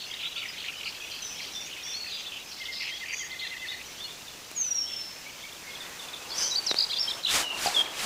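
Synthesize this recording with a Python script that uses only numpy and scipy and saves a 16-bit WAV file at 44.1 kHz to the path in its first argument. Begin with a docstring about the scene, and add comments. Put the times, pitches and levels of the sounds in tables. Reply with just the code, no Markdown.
"""Songbirds whistle, buzz and trill around a marsh, and one long whistle falls slowly.
Far birds and hiss lie behind them; later, a sleeve and hands rub and knock the camera body.
Bird notes are tones that follow pitch curves, with noise-like echoes from the bushes.
Hiss, rubbing and leaves are filtered noise; knocks are short pushes that make the shell ring.
The small camera has one microphone, so both channels are the same."""
import sys
import numpy as np
from scipy import signal
from scipy.fft import rfft, irfft
from scipy.io import wavfile
from scipy.ndimage import uniform_filter1d

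SR = 44100
rng = np.random.default_rng(int(sys.argv[2]) if len(sys.argv) > 2 else 0)


def file_out(sig):
    """Save sig as 16-bit WAV at sys.argv[1]."""
    # one column per channel
    cols = np.atleast_2d(sig).T
    # limit, then scale
    lim = np.clip(cols, -1, 1)
    pcm = np.round(lim * 32767).astype(np.int16)
    wavfile.write(sys.argv[1], SR, pcm)


N = 355005
T = np.arange(N) / SR  # time in seconds

# Note levels below are for the start of a note, before its fade, flutter and echoes.

# Steady hiss. Each row: frequency in Hz, relative strength per Hz in dB.
HISS_COLOUR = [(25, -8), (60, -2.5), (430, -1.5), (1450, -3), (3070, -3.5), (6340, -2.5), (8760, -11.5),
               (13000, -14), (14800, -12.5)]
HISS_DB = -45
# Thin whine of the camera electronics. Each row: frequency in Hz, level in dB.
WHINE_TONES = [(7560, -67)]

# Loudness of the far birds with their echoes. Each row: time in seconds, level in dB.
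CHORUS_LEVEL = [(0, -44), (1.5, -43.5), (3.7, -47), (4.3, -52), (6.2, -50), (6.5, -51.5), (8.05, -41)]

# Echoes: a short one from the bushes and a longer, weaker one from the tree line.
BUSH_T60_S, BUSH_DB = 0.24, -6  # time to fade by 60 dB; level sent from the near birds
FAR_T60_S, FAR_DB = 1.1, -13  # time to fade by 60 dB; start level against the bush echo

# Cloth and skin sliding on the camera.
# Each row: time in seconds, scratch level in dB, body rumble level in dB.
RUB_LEVELS = [(5.5, -56, -68), (5.72, -52, -53.5), (6.27, -47, -48.5), (6.43, -37.5, -45), (6.55, -45, -49),
              (7.0, -46, -51.5), (7.1, -40, -45.5), (7.18, -42.5, -46), (7.23, -56, -57), (7.3, -34, -44),
              (7.36, -27, -37), (7.42, -31, -38.5), (7.47, -49, -45), (7.56, -41.5, -41.5),
              (7.655, -29, -46), (7.72, -36, -39), (7.8, -36, -40), (7.85, -44.5, -42), (7.96, -46, -47),
              (8.04, -36, -38)]
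# Tone of the scratch. Each row: frequency in Hz, relative strength per Hz in dB.
SCRATCH_COLOUR = [(700, -10), (1300, -1.5), (2400, -1), (7300, -3.5), (15000, -18)]
# Tone of leaves brushing past. Each row: frequency in Hz, relative strength per Hz in dB.
LEAF_TONE = [(1100, -15), (1900, 5), (2600, -7), (4500, -19)]
LEAF_S, LEAF_LENGTH_S, LEAF_DB = 5.74, 0.28, -47  # start, length, level at the middle

# Blows on the camera. Each row: time of the push in seconds, height of the push in dB,
# contact time in ms, how freely the shell rings in dB.
KNOCK_BLOWS = [(4.515, -17.5, 0.04, -52), (5.533, -20, 0.027, -57), (5.897, -23, 0.032, -41),
               (6.7138, -8, .12, -58), (6.744, -10.5, .1, -58), (7.66, -41, 0.17, -7.5),
               (7.674, -35.5, 0.23, -17)]
# Ways the shell rings. Each row: frequency in Hz, strength in dB, time to fade by 60 dB in seconds.
SHELL_MODES = [(731, 5.5, 0.14), (806, 10.5, 0.088)]
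REBOUND_HZ, REBOUND_T60_S = 356, 0.0091

# Pitch of the long whistle. One row: top in Hz, bottom in Hz, time constant of the fall in seconds.
LONG_WHISTLE_PITCH = (6960, 5275, .14)
# Loudness of the long whistle before its steady fade. Each row: time in seconds, level in dB.
LONG_WHISTLE_LEVEL = [(4.548, -46), (4.586, -28.5), (4.79, -28), (4.86, -34.5), (5.08, -42), (5.23, -56)]
# Brief dips that stand for the tone cancelling against its echoes. Each entry: time in seconds.
LONG_WHISTLE_DIPS = [4.701, 4.74, 4.897, 4.95]
DIP_S, DIP_DB = 0.006, -20  # width and depth of those dips
LONG_ECHO_DB = -9

# Rasping notes, the pitch shaking too fast to follow.
# Each row: start in seconds, length in seconds, centre pitch in Hz, level in dB.
BUZZ_NOTES = [(0.189, 0.055, 2810, -41), (0.227, 0.056, 2747, -38), (0.357, 0.037, 2743, -38),
              (0.411, 0.037, 2690, -37), (0.68, 0.027, 2720, -35.5), (0.852, 0.038, 2660, -37.5),
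              (0.842, 0.076, 4510, -41.5), (1.088, 0.1, 2950, -44.5), (1.11, 0.077, 4610, -42),
              (1.253, 0.25, 5460, -47), (1.387, 0.13, 2903, -45.5), (1.4, 0.1, 4560, -46),
              (1.517, 0.16, 5490, -46.5), (1.839, 0.18, 5820, -45.5), (2.13, 0.22, 3720, -43),
              (2.317, 0.076, 2940, -40), (3.12, 0.13, 6110, -43.5), (3.387, 0.13, 3460, -43),
              (4.885, 0.095, 3140, -47)]
# Broad rattles with a wider shake.
# Each row: start in seconds, length in seconds, centre pitch in Hz, level in dB.
RATTLE_NOTES = [(.0, 0.052, 3430, -41.5), (0.562, 0.16, 3530, -43), (2.503, 0.19, 4810, -45),
                (2.712, 0.27, 4600, -40.5), (6.369, 0.21, 5520, -33)]
# Dry ticks of a few shakes. Each row: start in seconds, centre pitch in Hz, level in dB.
TICK_NOTES = [(0.633, 2510, -40), (.658, 2600, -42), (0.802, 2600, -40.5), (.828, 2525, -39),
              (1.725, 3120, -41), (1.758, 2380, -43), (2.61, 3250, -41.5), (2.652, 3180, -38),
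              (3.311, 4020, -42)]
TICK_S = 0.018
SHAKE_HZ = 172.9  # average number of shakes per second
BUZZ_SWING_HZ, RATTLE_SWING_HZ, TICK_SWING_HZ = 328, 681, 420
SHAKE_PULSE_DB = 2.5  # each shake is also a throb
# Harsh churrs of separate pulses.
# Each row: start in seconds, length in seconds, centre pitch in Hz, level at the end in dB.
CHURR_NOTES = [(2.798, .11, 2520, -32.5), (3.051, .1, 2480, -32.5)]
CHURR_PER_S, CHURR_SWELL_DB = 86, 7  # pulses per second; rise in level to the end
CHURR_SWING_HZ = 900  # each pulse falls from this far above the centre to this far below

# Held notes. Each row: start in seconds, length in seconds, pitch in Hz, level in dB.
HELD_NOTES = [(0.373, .03, 3860, -39.5), (0.373, 0.02, 4510, -42), (0.727, 0.1, 3020, -43.5),
              (1.218, 0.16, 6030, -43), (1.52, 0.19, 5780, -54), (1.54, 0.11, 3540, -40.5),
              (1.83, 0.13, 5580, -44), (1.998, 0.16, 4370, -40), (2.072, 0.18, 4820, -47.5),
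              (2.319, 0.11, 2767, -45), (2.72, 0.16, 5180, -48), (3.084, 0.22, 4720, -48.5),
              (3.128, 0.16, 6650, -43.5), (3.326, .012, 3450, -41), (3.435, 0.039, 2740, -44),
              (3.591, .02, 2670, -47), (3.855, 0.12, 5880, -53), (4.041, 0.037, 2910, -44.5),
              (4.823, .05, 3020, -48), (5.666, 0.063, 2155, -45.5), (6.29, .04, 5130, -42.5),
              (6.34, 0.035, 5500, -37.5), (6.362, 0.17, 6035, -35.5), (7.001, 0.027, 5400, -22.5),
              (7.033, 0.2, 5350, -44), (7.074, 0.02, 3200, -28), (7.997, 0.02, 3930, -38)]
HELD_WANDER = 0.004  # typical drift, as a share of the pitch
# Sliding notes, quick at first and then levelling off.
# Each row: start in seconds, length in seconds, start pitch in Hz, end pitch in Hz, level in dB.
SLIDE_NOTES = [(.005, 0.07, 4590, 4240, -44), (.1, .012, 4370, 4950, -39), (0.109, 0.015, 3550, 3100, -37),
               (0.134, 0.016, 3250, 4100, -35.5), (0.227, 0.076, 3240, 3960, -38),
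               (0.249, 0.026, 3080, 3610, -36), (0.322, 0.011, 3280, 4080, -37),
               (0.356, 0.024, 2990, 3800, -35.5), (0.482, 0.029, 5230, 4780, -40.5),
               (0.597, 0.026, 3490, 3050, -40), (0.997, 0.12, 3170, 3480, -49),
               (1.2, 0.082, 4440, 3750, -47.5), (2.112, 0.047, 4420, 3410, -40),
               (2.258, 0.049, 3710, 3410, -39.5), (2.905, 0.085, 3010, 3360, -40),
               (3.18, 0.062, 3610, 3050, -43), (3.392, 0.025, 4000, 4430, -39.5),
               (3.414, 0.03, 3280, 3980, -39), (3.433, 0.054, 4300, 4050, -43.5),
               (3.594, 0.018, 3300, 3700, -43), (3.67, 0.017, 4000, 4540, -39.5),
               (3.682, 0.034, 3390, 3910, -33.5), (3.714, .04, 3030, 2820, -47),
               (3.72, .032, 4600, 4170, -44), (4.035, 0.043, 4220, 4350, -42),
               (4.073, 0.056, 3340, 3590, -45), (4.277, 0.023, 3660, 3450, -43.5),
               (5.419, 0.024, 2950, 3800, -43), (5.52, 0.016, 3050, 3770, -45),
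               (5.702, .025, 3740, 3170, -45), (5.747, 0.019, 3720, 3150, -39.5),
               (5.801, 0.031, 3820, 3360, -41), (5.989, 0.027, 3840, 3430, -40.5),
               (6.083, 0.011, 3800, 3260, -35.5), (6.128, 0.026, 4100, 3270, -39),
               (6.312, 0.048, 3620, 3220, -42.5), (6.302, .012, 5030, 4050, -35),
               (6.312, 0.036, 4040, 4900, -36.5), (6.41, 0.12, 2960, 3200, -43),
               (6.413, 0.032, 5250, 4780, -30), (6.508, 0.052, 4010, 3840, -32.5),
               (6.555, 0.014, 3900, 4750, -25), (6.563, 0.043, 4860, 4530, -26.5),
               (6.607, 0.025, 2710, 2950, -45), (6.662, 0.027, 6500, 4270, -26.5),
               (6.682, 0.052, 4360, 3720, -28.5), (6.761, 0.039, 4050, 4780, -29),
               (6.895, 0.02, 2960, 3500, -34.5), (6.904, 0.025, 3700, 4260, -33),
               (6.917, 0.028, 2010, 3000, -41), (6.925, 0.027, 4030, 3200, -30),
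               (6.984, 0.0086, 4440, 4970, -21), (6.992, 0.009, 4620, 5600, -23),
               (7.025, 0.0084, 5420, 4430, -22.5), (7.083, 0.017, 3600, 4230, -29),
               (7.088, 0.024, 2030, 2630, -47), (7.105, 0.02, 4150, 3160, -31),
               (7.226, 0.01, 4020, 4540, -33), (7.235, 0.0074, 4420, 3570, -23.5),
               (7.424, 0.18, 3040, 2780, -37), (7.663, 0.024, 5460, 3650, -29),
               (7.741, 0.029, 3680, 3450, -29), (7.761, 0.067, 3450, 3200, -22.5)]
EASE_PER_S, EASE_MOST = 44.9, 3.4  # levelling off grows with length, up to a limit
# Arched notes, up and down again.
# Each row: start in seconds, length in seconds, top pitch in Hz, level in dB.
ARCH_NOTES = [(1.353, 0.07, 3350, -46), (1.843, 0.13, 3550, -42.5), (1.931, 0.098, 4430, -38.5),
              (4, 0.049, 3610, -41), (4.861, 0.083, 3430, -46), (5.255, 0.061, 2320, -46.5),
              (5.434, 0.044, 2320, -45.5)]
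ARCH_START, ARCH_END = 0.0945, 0.072  # drop below the top at each end, as a share of the pitch
# Slow, clear warbles. Each row: start in seconds, length in seconds, start pitch in Hz, end pitch in Hz,
# swing to each side in Hz, turns per second, level in dB, change of level in dB per second.
WARBLE_NOTES = [(6.781, 0.076, 4380, 4304, 570, 53, -26.5, -7),
                (7.246, 0.058, 3544, 2930, 517, 43, -27.5, -130)]
WARBLE_TOP_DB = 3.5  # louder at the top of each turn
WARBLE_LEAD_S, WARBLE_SKEW = 0.006, 0.3  # time to the first top; falls quicker than rises
# Low trill, each syllable a held note with a dip in pitch. Each row: start in seconds, level in dB,
# time to the bottom of the dip in seconds, change of level there in dB.
TRILL_SYLLABLES = [(2.6, -37.5, 0.041, -9), (2.683, -36, 0.038, -17), (2.803, -43, 0.036, 1),
                   (2.89, -42.5, .038, 0), (3.003, -39.5, .038, 4), (3.098, -46, 0.042, 9),
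                   (3.2, -40, 0.04, 2), (3.305, -39, 0.044, -4), (3.41, -39, .045, 1),
                   (3.51, -38, 0.038, -2), (3.615, -36.5, 0.042, -2), (3.715, -36, 0.025, -7)]
TRILL_HZ, TRILL_DROP_HZ, TRILL_SAG_HZ_PER_S = 2104, 253, 59.7  # first pitch, dip, slow sinking
TRILL_S, TRILL_LINK_DB = 0.13, -14  # syllable length; level change after the dip

TOP_HZ = 15450  # the camera cuts sounds above this


def amp(db):
    """Gain of a level in dB."""
    return 10 ** (np.asarray(db) / 20)


def unit(x):
    """Scales a sound to an average strength (rms) of 1."""
    return x / np.sqrt(np.mean(x ** 2))


def coloured(x, points):
    """Filters a sound by a (Hz, dB) curve and scales it to rms 1."""
    hz, db = np.transpose(points)
    bins = np.arange(len(x) // 2 + 1) * SR / len(x) + 1
    gain = amp(np.interp(np.log(bins), np.log(hz), db))
    return unit(irfft(rfft(x) * gain, len(x)))


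def walk(rate):
    """Smooth random curve with rms 1, given a new random value `rate` times a second."""
    k = int(SR / rate)
    steps = np.repeat(rng.standard_normal(N // k + 1), k)
    smooth = uniform_filter1d(uniform_filter1d(steps, k), k)
    return unit(smooth[:N])


def add(out, s, sound):
    """Mixes a sound in at s seconds."""
    i = int(s * SR)
    out[i:i + len(sound)] += sound[:N - i]


def sing(hz, db, edge_s=0.006, fade_db=-25, rough=0.43, flutter_s=0.003, tail=0.25):
    """A syrinx (bird voice) tone with soft edges; random flutter stands for close echoes from twigs."""
    t = np.arange(len(hz)) / SR
    rise = t / edge_s
    fall = (t[-1] - t) / max(edge_s, t[-1] * tail)
    shape = np.clip(np.minimum(rise, fall), 0, 1) * amp(db + fade_db * t)  # fade in dB per second
    knots = np.arange(0, t[-1] + 2 * flutter_s, flutter_s)
    a, b = (np.interp(t, knots, rng.standard_normal(len(knots))) for _ in range(2))
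    flutter = 1 + rough * (a + 1j * b)  # shakes both loudness and phase
    tone = np.exp(2j * np.pi * np.cumsum(hz) / SR)
    return np.sqrt(2) * shape * np.imag(flutter * tone)


def hiss():
    """Noise of air and preamplifier, nearly steady, with a thin whine."""
    out = coloured(rng.standard_normal(N), HISS_COLOUR) * amp(HISS_DB + 0.5 * walk(2.61))
    for hz, db in WHINE_TONES:
        out += amp(db) * np.sqrt(2) * np.sin(2 * np.pi * hz * T)
    return out


def chorus(count=1500):
    """Many short random chirps of far birds, mostly low in their pitch range."""
    out = np.zeros(N)
    for when, stretch, pitch, slide, loud in rng.random((count, 5)):
        start_hz = 2600 * 2 ** (1.25 * pitch ** 2.6)
        end_hz = start_hz + 2400 * (slide - 0.5)
        track = np.linspace(start_hz, end_hz, int((0.01 + 0.022 * stretch) * SR))
        add(out, when * N / SR, sing(track, 9 * loud - 3 * pitch, rough=0.75))
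    return out


def bushes(x):
    """Echoes from leaves and trunks: a fading noise tail whose level wavers as the leaves move."""
    t = T[:SR]
    fading = amp(-60 * t / BUSH_T60_S) + amp(FAR_DB - 60 * t / FAR_T60_S)
    tail = rng.standard_normal(SR) * fading * np.clip(t / 0.012, 0, 1)
    echoes = signal.fftconvolve(x, tail / np.sqrt(np.sum(tail ** 2)))[:N]
    return echoes * unit(1 + walk(90))


def rubbing():
    """Fibres slip in dense clicks of uneven size; the shell adds a duller rumble, and leaves brush past."""
    s, scratch_db, rumble_db = np.transpose(RUB_LEVELS)
    sizes = np.minimum(rng.exponential(size=(2, N)), 7)
    slips = rng.standard_normal((2, N)) * amp(1.9 * sizes)
    scratch = coloured(slips[0], SCRATCH_COLOUR)
    scratch *= amp(np.interp(T, s, scratch_db, left=-90) + 2.0 * walk(20))
    rumble_colour = [(60, -26.5), (300, -3.5), (900, 2.5), (2200, -10.0), (5000, -31)]  # Hz, dB per Hz
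    rumble = coloured(slips[1], rumble_colour)
    sweep = np.sin(np.pi * np.clip((T - LEAF_S) / LEAF_LENGTH_S, 0, 1))
    leaves = coloured(slips[1][::-1], LEAF_TONE) * amp(LEAF_DB) * sweep
    rumble *= amp(np.interp(T, s, rumble_db, left=-90) + 1.2 * walk(25))
    return scratch + rumble + leaves


def knocks():
    """A short push on the capsule, its quick rebound and the shell's ring; softer contact pushes longer."""
    out, t = np.zeros(N), T[:SR // 10]
    rebound = -0.07 * amp(-60 * t / REBOUND_T60_S) * np.sin(2 * np.pi * REBOUND_HZ * t)
    ring = sum(amp(db - 60 * t / t60) * np.sin(2 * np.pi * hz * t) for hz, db, t60 in SHELL_MODES)
    for s, db, contact_ms, ring_db in KNOCK_BLOWS:
        # the push peaks two contact times in, so it is mixed in that much earlier
        push = -amp(db) * np.exp(-((t * 1000 - 2 * contact_ms) / (0.5 * contact_ms)) ** 2)
        answer = np.convolve(push, rebound + amp(ring_db) * ring)[:len(t)]
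        add(out, s - contact_ms / 500, push + answer)
    return signal.sosfilt(signal.butter(2, 70, "high", fs=SR, output="sos"), out)


def long_whistle():
    """A long tone whose pitch falls fast at first, then eases towards the bottom."""
    out = np.zeros(N)
    top_hz, bottom_hz, ease_s = LONG_WHISTLE_PITCH
    s, db = np.transpose(LONG_WHISTLE_LEVEL)
    t = T[:int((s[-1] - s[0]) * SR)]
    clock = t + s[0]
    dips = sum(DIP_DB * np.exp(-((clock - at) / DIP_S) ** 2) for at in LONG_WHISTLE_DIPS)
    level_db = np.interp(clock, s, db) + dips
    track = bottom_hz + (top_hz - bottom_hz) * np.exp(-t / ease_s)
    add(out, s[0], sing(track, level_db, fade_db=-2.5, rough=0.36, flutter_s=0.006, tail=0.02))
    return out


def buzzers():
    """Fast uneven pitch shakes make buzzes, rattles and ticks; falling pulses make churrs."""
    out, uneven = np.zeros(N), walk(250)
    notes = [row + (BUZZ_SWING_HZ,) for row in BUZZ_NOTES]
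    notes += [row + (RATTLE_SWING_HZ,) for row in RATTLE_NOTES]
    notes += [(s, TICK_S, hz, db, TICK_SWING_HZ) for s, hz, db in TICK_NOTES]
    for s, length, hz, db, swing_hz in notes:
        wobble = 0.4 * uneven[int(s * SR):][:int(length * SR)]
        turn = 2 * np.pi * np.cumsum(SHAKE_HZ * (1 + wobble)) / SR
        track = hz + swing_hz * (np.cos(turn) + wobble)
        throb_db = db + SHAKE_PULSE_DB * np.sin(turn)
        add(out, s, sing(track, throb_db, edge_s=max(0.0045, 0.055 * length), rough=0.52))
        if 2600 < hz < 2750:  # low rasps are overtones of a weak, steady tone an octave down
            add(out, s, sing(hz / 2 + 0 * track, db - 15))
    for s, length, hz, db in CHURR_NOTES:
        t = T[:int(length * SR)]
        cycle = (t * CHURR_PER_S + 0.5) % 1 - 0.5  # -0.5 to 0.5 in each pulse, loudest at 0
        pulse_db = -100 * cycle ** 2 + CHURR_SWELL_DB * (t / length - 1)
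        track = hz - 2 * CHURR_SWING_HZ * cycle
        add(out, s, sing(track, db + pulse_db, fade_db=0, rough=0.5, flutter_s=0.002, tail=0.02))
    return out


def clear_notes():
    """Held, sliding and arched whistles, each a single tone along a simple pitch curve."""
    out, notes = np.zeros(N), []
    drift = 1 + HELD_WANDER * walk(40)
    for s, length, hz, db in HELD_NOTES:
        notes.append((s, hz * drift[int(s * SR):][:int(length * SR)], db))
    for s, length, start_hz, end_hz, db in SLIDE_NOTES:
        ease = min(EASE_PER_S * length, EASE_MOST)
        progress = np.expm1(-ease * np.linspace(0, 1, int(length * SR))) / np.expm1(-ease)
        notes.append((s, start_hz + (end_hz - start_hz) * progress, db))
    for s, length, top_hz, db in ARCH_NOTES:
        u = 2 * np.linspace(0, 1, int(length * SR)) - 1  # 0 at the top of the arch
        notes.append((s, top_hz * (1 - np.where(u < 0, ARCH_START, ARCH_END) * u ** 2), db))
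    for s, track, db in notes:
        # a long note meets its own echoes, a quick one is over before they arrive
        rough = np.clip(6 * len(track) / SR, 0.42, 0.95)
        add(out, s, sing(track, db, rough=rough, flutter_s=0.0036, tail=0.4))
    return out


def warbles():
    """Clear tones whose pitch swings up and down, louder at each top."""
    out = np.zeros(N)
    for s, length, start_hz, end_hz, swing_hz, rate, db, fade_db in WARBLE_NOTES:
        t = T[:int(length * SR)]
        phase = 2 * np.pi * rate * (t - WARBLE_LEAD_S)
        turn = np.cos(phase + WARBLE_SKEW * (1 - np.cos(phase)))
        track = np.linspace(start_hz, end_hz, len(t)) + swing_hz * turn
        add(out, s, sing(track, db + WARBLE_TOP_DB * turn, fade_db=fade_db, rough=0.5))
    return out


def trill():
    """A row of low notes, each with a quick dip in pitch, sinking slowly from one to the next."""
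    out, t = np.zeros(N), T[:int(TRILL_S * SR)]
    for s, db, dip_s, dip_db in TRILL_SYLLABLES:
        dip = np.exp(-((t - dip_s) / 0.0085) ** 2)
        # a faint thread leads on to the next syllable
        fading = TRILL_LINK_DB * np.clip((t - dip_s) / 0.022, 0, 1)
        sag_hz = TRILL_SAG_HZ_PER_S * (s - TRILL_SYLLABLES[0][0])
        track = TRILL_HZ - sag_hz - TRILL_DROP_HZ * dip
        level_db = db + dip_db * dip + fading
        add(out, s, sing(track, level_db, edge_s=0.004, rough=0.15, flutter_s=0.0054))
    return out


def scene():
    """Near birds arrive mostly direct; far birds are about half direct, half scattered."""
    near = clear_notes() + warbles() + trill() + buzzers()
    falling, far = long_whistle(), chorus()
    far = unit(0.96 * far + bushes(far)) * amp(np.interp(T, *np.transpose(CHORUS_LEVEL)))
    echoes = bushes(amp(BUSH_DB) * near + amp(LONG_ECHO_DB) * falling)
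    birds = near + falling + echoes + far
    return np.tile(birds + rubbing() + knocks() + hiss(), (2, 1))


def record(dry):
    """The camera cuts the highest treble with a steep filter."""
    return signal.sosfilt(signal.ellip(10, 0.2, 80, TOP_HZ, fs=SR, output="sos"), dry)


dry = scene()
out = record(dry)
file_out(out)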